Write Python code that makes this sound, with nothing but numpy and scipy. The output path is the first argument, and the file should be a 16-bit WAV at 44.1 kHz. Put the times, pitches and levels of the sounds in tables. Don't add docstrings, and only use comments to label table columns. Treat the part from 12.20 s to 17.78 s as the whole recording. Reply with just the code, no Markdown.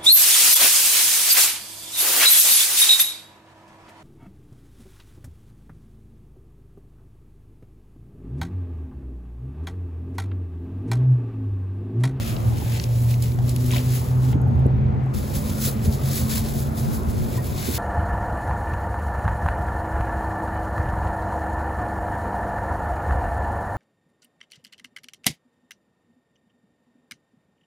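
import sys
import numpy as np
from scipy import signal
from scipy.fft import rfft, irfft
from scipy.io import wavfile
from scipy.ndimage import uniform_filter1d

SR = 44100
rng = np.random.default_rng(int(sys.argv[2]) if len(sys.argv) > 2 else 0)


def invert_db(level):
    return 10 ** (np.asarray(level, dtype=float) / 20)


def dump(signal):
    limited = np.clip(np.atleast_2d(signal).T, -1, 1)
    pcm = np.round(limited * 32767).astype(np.int16)
    wavfile.write(sys.argv[1], SR, pcm)


N = 246078
T = np.arange(N) / SR
FREQ = np.fft.rfftfreq(N, 1 / SR)


def curves(table):
    s, *columns = np.transpose(table)
    return [np.interp(T, s, c) for c in columns]


def bumps(table):
    return sum(db * np.maximum(1 - np.abs(T - s) / half_s, 0) for s, db, half_s in table)


def unit(x):
    return x / np.sqrt(np.mean(x ** 2))


def walk(rate):
    hold = int(SR / rate)
    steps = np.repeat(rng.standard_normal(N // hold + 1), hold)
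    return 1.251 * uniform_filter1d(uniform_filter1d(steps, hold), hold)[:N]


def tone(hz, unsteady=0):
    return np.sin(2 * np.pi * np.cumsum(hz * (1 + unsteady)) / SR)


def colour(x, spectrum):
    hz, db = np.transpose(spectrum)
    return irfft(rfft(x) * invert_db(np.interp(np.log(FREQ + 1), np.log(hz), db)), N)


def band(x, hz, width):
    gain = 1 / (1 + 1j * (FREQ ** 2 - hz ** 2) / (FREQ * width + 1e-9))
    return irfft(rfft(x) * gain ** 2, N)


def twins():
    return rng.standard_normal((2, N))


def add(out, s, burst):
    i = int(s * SR)
    out[:, i:i + burst.shape[1]] += burst[:, :N - i]


def blows(table):
    out, t = np.zeros((2, N)), np.arange(int(.15 * SR)) / SR
    for s, peak_db, hz, octaves, t60 in table:
        edges = np.clip(hz * 2 ** (np.array([-.5, .5]) * octaves), 40, 19000)
        push = rng.standard_normal((2, len(t))) * np.exp(-np.log(1000) * t / t60)
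        push[:, 0] = 4.3
        burst = signal.sosfilt(signal.butter(3, edges, "band", fs=SR, output="sos"), push)
        add(out, s, invert_db(peak_db) * burst / np.abs(burst).max(axis=1, keepdims=True))
    return out


# time in seconds, pitch in Hz, second partial in dB rms, third partial in dB rms.
WHEEL_HUM = [(0, 113.7, -37, -48), (.3, 115.3, -51, -45), (.6, 117.9, -64, -74), (.9, 119.8, -47, -58),
             (1.1, 121.2, -43, -48.5), (1.3, 122.6, -32.5, -43.5), (1.5, 124.1, -33, -39),
             (1.7, 125.2, -35.5, -46.5), (1.9, 126.3, -40, -47), (2.1, 127.5, -32.5, -53.5),
             (2.3, 128.4, -49, -59), (2.7, 129.3, -47.5, -56.5), (3.2, 131.9, -42, -52),
             (3.8, 134.5, -60, -56), (4.4, 136, -48, -62), (5, 139.1, -56, -62.5), (5.58, 140.3, -47, -56)]
# time in seconds, level in dB rms.
HUM_LEVEL = [(0, -23.5), (.23, -31), (.264, -16), (.36, -28.5), (.48, -22), (.634, -29), (.67, -21),
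             (.88, -18.5), (1.1, -21), (1.5, -21.5), (1.57, -18.5), (2.7, -18.5), (2.99, -25), (3.3, -32),
             (3.5, -27), (3.87, -22), (4.17, -33), (4.53, -26.5), (4.6, -23), (4.84, -50), (5.08, -34),
             (5.58, -34.5)]
# time in seconds, change in dB, half length in seconds.
HUM_DIPS = [(.068, -7, .045), (.152, -8, 0.027), (.418, -19, 0.043), (1.624, -10.5, 0.045),
            (1.708, -3.5, 0.026), (1.82, -6.5, 0.076), (1.868, -15.5, 0.042), (2.34, -12.5, .033),
            (2.762, -10.5, 0.065), (2.96, -19, .045), (3.142, -13, 0.017), (3.258, -20.5, 0.021),
            (3.374, -12, 0.018), (3.568, -24, 0.035), (3.64, -30, 0.044), (3.72, -5.5, 0.047),
            (3.804, -23, 0.028), (3.97, -18, .06), (4.096, -3, 0.13), (4.558, -22, 0.035),
            (5.17, -12, 0.098), (5.35, -18, 0.045), (5.455, -13, 0.051)]


def wheel_hum():
    hz, *upper_db = curves(WHEEL_HUM)
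    unsteady = 0.0039 * walk(25.22)
    lowest_db = curves(HUM_LEVEL)[0] + bumps(HUM_DIPS) + 0.88 * walk(14)
    hum = invert_db(lowest_db) * tone(hz, unsteady)
    for partial, db in enumerate(upper_db, 2):
        hum = hum + invert_db(db + 2.0 * walk(12.05)) * tone(partial * hz, unsteady)
    return np.sqrt(2) * hum


# time in seconds, pitch in Hz, level in dB rms.
FRAME_DRONE = [(2.45, 208, -64), (2.58, 209.4, -38), (2.77, 211.2, -33.5), (2.9, 213, -35.5),
               (3.3, 215.9, -31), (3.7, 219.1, -29), (3.9, 219.6, -33.5), (4.23, 221, -27.5),
               (4.5, 222.9, -31.5), (4.9, 225.2, -33.5), (5.1, 226.5, -36), (5.3, 226, -50),
               (5.58, 228.5, -74)]
# time in seconds, change in dB, half length in seconds.
DRONE_DIPS = [(2.85, -11, 0.043), (3.02, -17, 0.034), (3.12, -16, 0.033), (3.19, -6, 0.073),
              (3.37, -2, 0.027), (3.5, -12, 0.058), (3.82, -29, 0.061), (4.3, -11, 0.056),
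              (4.44, -8, 0.078), (4.82, -21, 0.027), (5.19, -11, .03)]


def frame_drone():
    hz, db = curves(FRAME_DRONE)
    return np.sqrt(2) * invert_db(db + bumps(DRONE_DIPS)) * tone(hz, 0.0021 * walk(22))


# time in seconds, rumble in dB, rolling hiss in dB.
ROLL = [(0, -27, -37), (.35, -26.5, -37.5), (.8, -28, -40), (1.2, -26, -40.5), (1.45, -28, -40),
        (1.57, -26.5, -34), (1.65, -29.5, -37.5), (2.06, -26.5, -38.5), (2.15, -21.5, -37),
        (2.65, -22, -35), (2.8, -27.5, -36), (3.2, -26, -36.5), (3.8, -27, -35), (4.25, -27, -36.5),
        (4.9, -27, -34), (5.4, -27, -36), (5.5, -27.5, -34.5), (5.58, -28, -35)]
# time in seconds, change in dB, half length in seconds.
LURCHES = [(.03, -6, 0.025), (.2, -4.5, 0.072), (.26, 3.5, 0.039), (1.6, -3, .05), (2.14, 2, 0.036),
           (2.44, -3.5, 0.036), (2.47, 11.5, 0.033), (2.5, -9, 0.038), (2.92, -6, 0.053),
           (3.17, 3.5, 0.044), (3.33, 5, 0.071), (3.365, -8.5, .05), (3.46, 4, 0.048), (3.54, -4.5, 0.068),
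           (3.68, 7, .05), (3.75, -5, 0.0764), (4.04, 8, .06), (4.09, -8, 0.0402), (4.2, 5.5, 0.045),
           (4.49, 3.5, 0.063), (4.83, -3.5, 0.095), (4.88, 0.5, 0.034), (4.93, -4, 0.045), (5.36, 5, .04)]
# frequency in Hz, relative level in dB.
RUMBLE = [(12, -59), (25, -27), (45, -7), (75, 0.5), (98, -0.5), (125, -1), (155, -7.5), (178, -10.5),
          (239, -9.5), (300, -20.5), (390, -35.5), (660, -86)]
# frequency in Hz, relative level in dB.
HISS = [(100, -33), (200, -15), (350, -1.5), (600, -4), (850, -6), (1200, -9), (2500, -19.5), (4000, -34),
        (8000, -47.5), (16000, -38.5)]


def rolling():
    rumble_db, hiss_db = curves(ROLL)
    rumble = invert_db(rumble_db + bumps(LURCHES) + 1.1 * walk(13)) * unit(colour(twins(), RUMBLE))
    grit = np.zeros((2, N))
    for hz in 150 * 2 ** np.arange(0, 6, 1 / 4):
        grit += invert_db(2.43 * walk(9)) * band(twins(), hz, .25 * hz) / np.sqrt(hz)
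    return rumble + invert_db(hiss_db) * unit(colour(unit(grit) + 0.24 * twins(), HISS))


# start in seconds, peak in dB, centre in Hz, width in octaves, decay by 60 dB in seconds.
THUDS = [(.26, -23, 105, 0.75, 0.13), (1.56, -23.5, 427, 1.4, 0.074), (2.152, -15.5, 170, 1.8, 0.081),
         (2.34, -11, 90, 0.86, 0.19), (2.458, -16, 190, 2.3, 0.065), (3.165, -15.5, 89.6, 1.42, .06),
         (3.47, -25, 423, 0.95, 0.28), (3.672, -16.5, 110.7, 1.3, 0.0498),
         (4.022, -21.5, 111.1, 1.95, 0.026), (4.195, -18, 84.9, 1.2, 0.076), (4.597, -15, 118, 1.05, 0.048),
         (4.87, -13.5, 69.5, 1.9, 0.067), (5.478, -18.5, 290, 1.1, 0.11)]


def thuds():
    return blows(THUDS)


# time in seconds, centre in Hz, level in dB rms.
BASKET = [(0, 564, -44), (.4, 852, -46), (1.2, 881, -55.5), (1.8, 829, -49.5), (2.3, 827, -40.5),
          (2.8, 776, -58.5), (3.2, 560.5, -44), (3.8, 617.6, -47), (4.4, 659.5, -42.5), (5, 669, -46),
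          (5.58, 656, -52)]


def basket():
    hz, db = curves(BASKET)
    shake = unit(signal.sosfilt(signal.butter(2, 70, fs=SR, output="sos"), twins()))
    return invert_db(db) * np.sqrt(2) * shake * tone(hz)


STILL_S = 2.13, 2.937
# time in seconds, rustle in dB, fold body in dB over it, thin film in dB over it
BAGS = [(0, -57, 2, -5), (2.12, -55.5, -4.5, -4.5), (2.14, -58, 1, -5.5), (2.19, -64, -7, -19.5),
        (2.4, -67, 9, -9.5), (2.66, -78.5, 15.5, -17.5), (2.93, -63.5, -2, -9.5), (2.94, -52.5, 1.5, -4.5),
        (5.58, -52.5, -3.5, -3)]
# peak time in seconds, peak in dB before the band trims, seconds to swell 10 dB,
# seconds to fade 10 dB (anything shorter than .025 plays as .025), fold body in dB over the peak.
RUSTLES = [(.01, -44.5, -0.5, .06, 2.5), (0.079, -40.5, 0.1, 0.07, -0.5), (.28, -50, 0.2, 0.17, -3),
           (.385, -48, 0, 0.16, -2.5), (.57, -45.5, 0.2, -0.08, 2.5), (.64, -44.5, 0.1, -0.2, -6),
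           (0.801, -47, .2, 0.2, -6), (0.907, -41, -0.07, 0.05, -5.5), (1.03, -42, 0.01, 0.09, -6.5),
           (1.292, -44, 0.05, .05, -3), (1.41, -47.5, .05, 0.3, -7.5), (1.47, -48, 0.09, .05, -10),
           (1.525, -41, -0.01, 0.07, 3.5), (1.565, -38.5, 0.01, 0.05, 1.5), (1.66, -46.5, .05, 0.14, -1),
           (1.761, -38, 0.08, 0.06, -3.5), (1.91, -51, 0.45, 0, -9), (2.07, -49.5, .15, 0.3, -3.5),
           (2.99, -46.5, 0.3, 0.8, -10), (3.16, -36.5, 0, 0.04, -6.5), (3.261, -42.5, -0.08, 0.15, -5.5),
           (3.457, -28.5, 0.05, 0.0456, -9), (3.652, -40.5, 0.02, 0.04, -7), (3.74, -41.5, .04, 0, -8),
           (3.86, -44.5, 0.07, 0.14, -4), (3.926, -41.5, 0.09, 0.09, -7), (3.971, -34.5, 0.085, 0.09, -8.5),
           (4.118, -32.5, 0.04, 0.08, -6), (4.18, -37, 0.06, 0.03, -7.5), (4.27, -43.5, 0.1, .1, -2),
           (4.39, -40, 0.08, 0.08, -11), (4.589, -42, 0.03, 0.06, -7.5), (4.75, -41.5, 0.04, .05, -7),
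           (4.67, -48, 0.14, 0.1, -4), (4.9, -46, 0, 0, -9), (5.04, -47, 0.12, 0, -7),
           (5.17, -42.5, 0.11, 0, -4.5), (5.25, -45.5, -0.07, 0.5, -4), (5.38, -39.5, -0.07, 0.3, -2.5),
           (5.47, -37, 0.03, 0, -5.5), (5.57, -34, .1, -6.4, -4.5)]


def rustling():
    rest_db, body_db, film_db = curves(BAGS)
    power = invert_db(rest_db + np.array([body_db, 0 * T, film_db])) ** 2
    moving = (T < STILL_S[0]) | (T > STILL_S[1])
    for s, peak_db, swell_s, fade_s, fold_db in RUSTLES:
        away = np.abs(T - s) / np.maximum(np.where(T < s, swell_s, fade_s), .025)
        swell_db = peak_db - 10 * away ** 1.35
        thin_db = -5.5 - 0.2 * fold_db
        bands_db = np.array([[fold_db], [0], [thin_db]])
        power = power + moving * invert_db(swell_db) ** 2 * invert_db(bands_db) ** 2
    return np.sqrt(power)


# centre in Hz, width of one pass in Hz, trim in dB.
BAG_BANDS = [(2300, 3150, 0), (5190, 8900, -0.5), (12500, 16000, 9)]
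# frequency in Hz, change in dB.
BAGS_TURNED = [(900, 4), (1500, 2.5), (2200, -0.4), (2950, -2.5), (3400, 0), (3800, 1.5), (4500, .5),
               (5500, -.5), (6500, -0.34)]


def bags():
    sizes = invert_db(3.0 * np.minimum(rng.exponential(size=N), 4))
    creases = (rng.random(N) < 900 / SR) * sizes
    crackle = signal.lfilter([1], [1, -np.exp(-1 / (0.0028 * SR))], creases)
    grain = (1 + .5 * unit(crackle)) * invert_db(0.61 * walk(30))
    film = np.zeros((2, N))
    for (hz, width, trim_db), level in zip(BAG_BANDS, rustling()):
        film += level * invert_db(trim_db + 1.06 * walk(18)) * unit(band(grain * twins(), hz, width))
    return np.where(T < STILL_S[1], film, colour(film, BAGS_TURNED))


# start in seconds, peak in dB, centre in Hz, width in octaves, decay by 60 dB in seconds.
TICKS = [(.5984, -19.5, 4800, 0.68, 0.0089), (.5988, -24.5, 1880, 1.4, 0.024),
         (.641, -33, 2600, 0.75, 0.015), (.165, -29.5, 3480, 1.1, 0.019), (0.6396, -21, 4730, 1.1, 0.013),
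         (0.64, -29, 11000, 0.59, .008), (.884, -31, 8030, 1.5, .02), (.385, -32, 6000, 0.96, .015),
         (.939, -33, 2460, 0.46, 0.017), (.942, -28, 5000, 1.4, 0.012), (1.0241, -16.5, 6997, 1.9, .015),
         (1.112, -38, 4500, 2.1, .008), (1.1193, -32.5, 3200, 1.4, .012), (1.1867, -35, 1590, 0.85, 0.027),
         (1.189, -34, 4200, 1.4, 0.0088), (1.293, -20, 6670, 1.7, 0.029), (1.3617, -18, 9200, 1.1, 0.012),
         (1.3627, -26.5, 3200, 1.2, 0.019), (1.508, -25.5, 2800, .7, 0.024),
         (1.5152, -17, 7320, .6, 0.0045), (1.5142, -32, 3000, 0.96, .01), (1.525, -22, 1800, 1.7, 0.0074),
         (1.535, -24, 3470, 0.46, 0.012), (1.546, -25, 3170, 0.72, 0.022), (1.562, -25, 2300, 0.54, 0.052),
         (1.553, -29, 3000, .9, .01), (1.569, -30.5, 3600, .9, .01), (1.581, -23, 3440, 0.66, 0.013),
         (2.1291, -32.5, 2440, 0.85, 0.045), (2.216, -37.5, 10510, 1, 0.019),
         (2.2726, -42.5, 12500, 0.72, .01), (2.285, -41, 12800, .8, .012),
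         (2.3559, -44, 13400, 0.44, 0.0092), (2.3923, -43, 12500, .8, .02),
         (2.4645, -34.5, 11490, .9, .015), (2.519, -51, 13600, .5, 0.016), (2.5499, -52.5, 11140, .8, .015),
         (2.571, -48.5, 13960, .4, .01), (2.8395, -45.5, 9000, 1.2, 0.013), (2.8617, -47, 9000, 1.5, .015),
         (2.9399, -36.5, 6038, 2.1, .015), (3.5932, -36, 2403, 0.64, 0.013), (3.7259, -31, 4321, 1, 0.014)]


def ticks():
    return blows(TICKS)


# start in seconds, level in dB before the soft onset, pitch in Hz, decay by 60 dB in seconds.
RINGS = [(.42, -25.5, 834, 0.033), (1.186, -22, 725, .025), (1.203, -29, 800, 0.025),
         (1.534, -25.5, 990, .04), (2.864, -23, 796, .025), (3.79, -35, 1212, 0.046),
         (5.175, -30.5, 1003, 0.093), (5.181, -37, 1880, 0.13)]


def rings():
    out, t = np.zeros((2, N)), np.arange(int(.2 * SR)) / SR
    for s, level_db, hz, t60 in RINGS:
        ring = np.sin(2 * np.pi * (hz * t + rng.random((1, 1))))
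        onset = (1 - np.exp(-t * hz)) ** 2
        add(out, s, invert_db(level_db) * ring * onset * np.exp(-np.log(1000) * t / t60))
    return out


# time in seconds, pitch in Hz, sine peak in dB.
WHINE = [(1.88, 6560, -85), (1.96, 6560, -66), (2.15, 6557, -67), (2.3, 6555, -72), (2.45, 6550, -78),
         (2.5, 6550, -95)]


def whine():
    hz, db = curves(WHINE)
    return invert_db(db + 2.5 * walk(20)) * tone(hz, .001 * walk(15))


# time in seconds, change in dB, half length in seconds.
GUSTS = [(.25, 6, 0.31), (.78, -17, 0.28), (1.26, 5, 0.1), (1.62, -9, .09), (2.45, 8.5, .35),
         (2.79, 9, 0.075), (2.97, 14.5, 0.076), (3.24, -13, .12), (3.7, 2, 0.26), (4.14, 10.5, .1),
         (4.37, 8, 0.15), (4.58, -19, .1), (4.69, 10, .1), (5.0, 10.5, .2)]


def wind():
    across, along = unit(band(band(twins(), 106, 200), 110, 300))
    wind_db = -37.5 + bumps(GUSTS) + 2.0 * walk(11)
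    return invert_db(wind_db) * (across * np.array([[1], [-1]]) + 0.6 * along)


# frequency in Hz, half turns by which left leads right, likeness from 0 to 1.
STEREO = [(1, 0, .97), (120, -.07, .97), (250, -.15, .8), (450, -.25, .5), (800, -.9, .4), (1500, -1.1, .1),
          (2200, -1.97, .45), (2900, -2.1, .4), (3300, -2, .8), (3550, -2, .99), (4150, -2, .99),
          (4700, -2.1, .55), (5700, -2, .3), (6200, -2, .7), (6400, -2, 1), (7500, -2, 1), (7650, -1.7, .7),
          (8300, -1.4, .7), (8500, -1, 1), (9550, -1, 1), (9700, -.7, .65), (10300, -.35, .65),
          (10450, 0, 1), (11600, 0, 1), (11750, .3, .7), (12500, .65, .7), (12750, 1, 1), (13700, 1, 1),
          (13850, 1.3, .65), (14450, 1.6, .65), (14600, 2, 1), (22050, 2, 1)]
# frequency in Hz, left minus right in dB.
TILT = [(60, -1.5), (130, -0.2), (300, -2), (600, 2.5), (900, 2), (2700, 4), (3600, 0), (5000, 5),
        (6400, 0.5)]


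def stereo(shared, other):
    hz, half_turns, like = np.transpose(STEREO)
    like = np.clip(np.interp(FREQ, hz, like), 0, 1)
    turn = np.exp(-1j * np.pi * np.interp(FREQ, hz, half_turns))
    right = (like * rfft(shared) + np.sqrt(1 - like ** 2) * rfft(other)) * turn
    tilt = invert_db(np.interp(FREQ, *np.transpose(TILT)) / 2)
    return irfft(np.array([rfft(shared) * tilt, right / tilt]), N)


def opposed_band(other):
    early = (T < STILL_S[1]) * other
    return invert_db(-4) * band(early, 3800, 1300) * np.array([[1], [-1]])


def scene():
    cart = rolling() + thuds() + basket() + bags() + ticks() + whine()
    hum = (wheel_hum() + frame_drone()) * np.array([[1], [.1]])
    return stereo(*(cart + hum)) + opposed_band(cart[1]) + rings() + wind()


def band_limit(x):
    return signal.sosfilt(signal.butter(12, 17050, fs=SR, output="sos"), x)


def record(dry):
    cut = signal.sosfilt(signal.ellip(10, .2, 80, 15750, fs=SR, output="sos"), dry)
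    return band_limit(cut)


dry = scene()
out = record(dry)
dump(out)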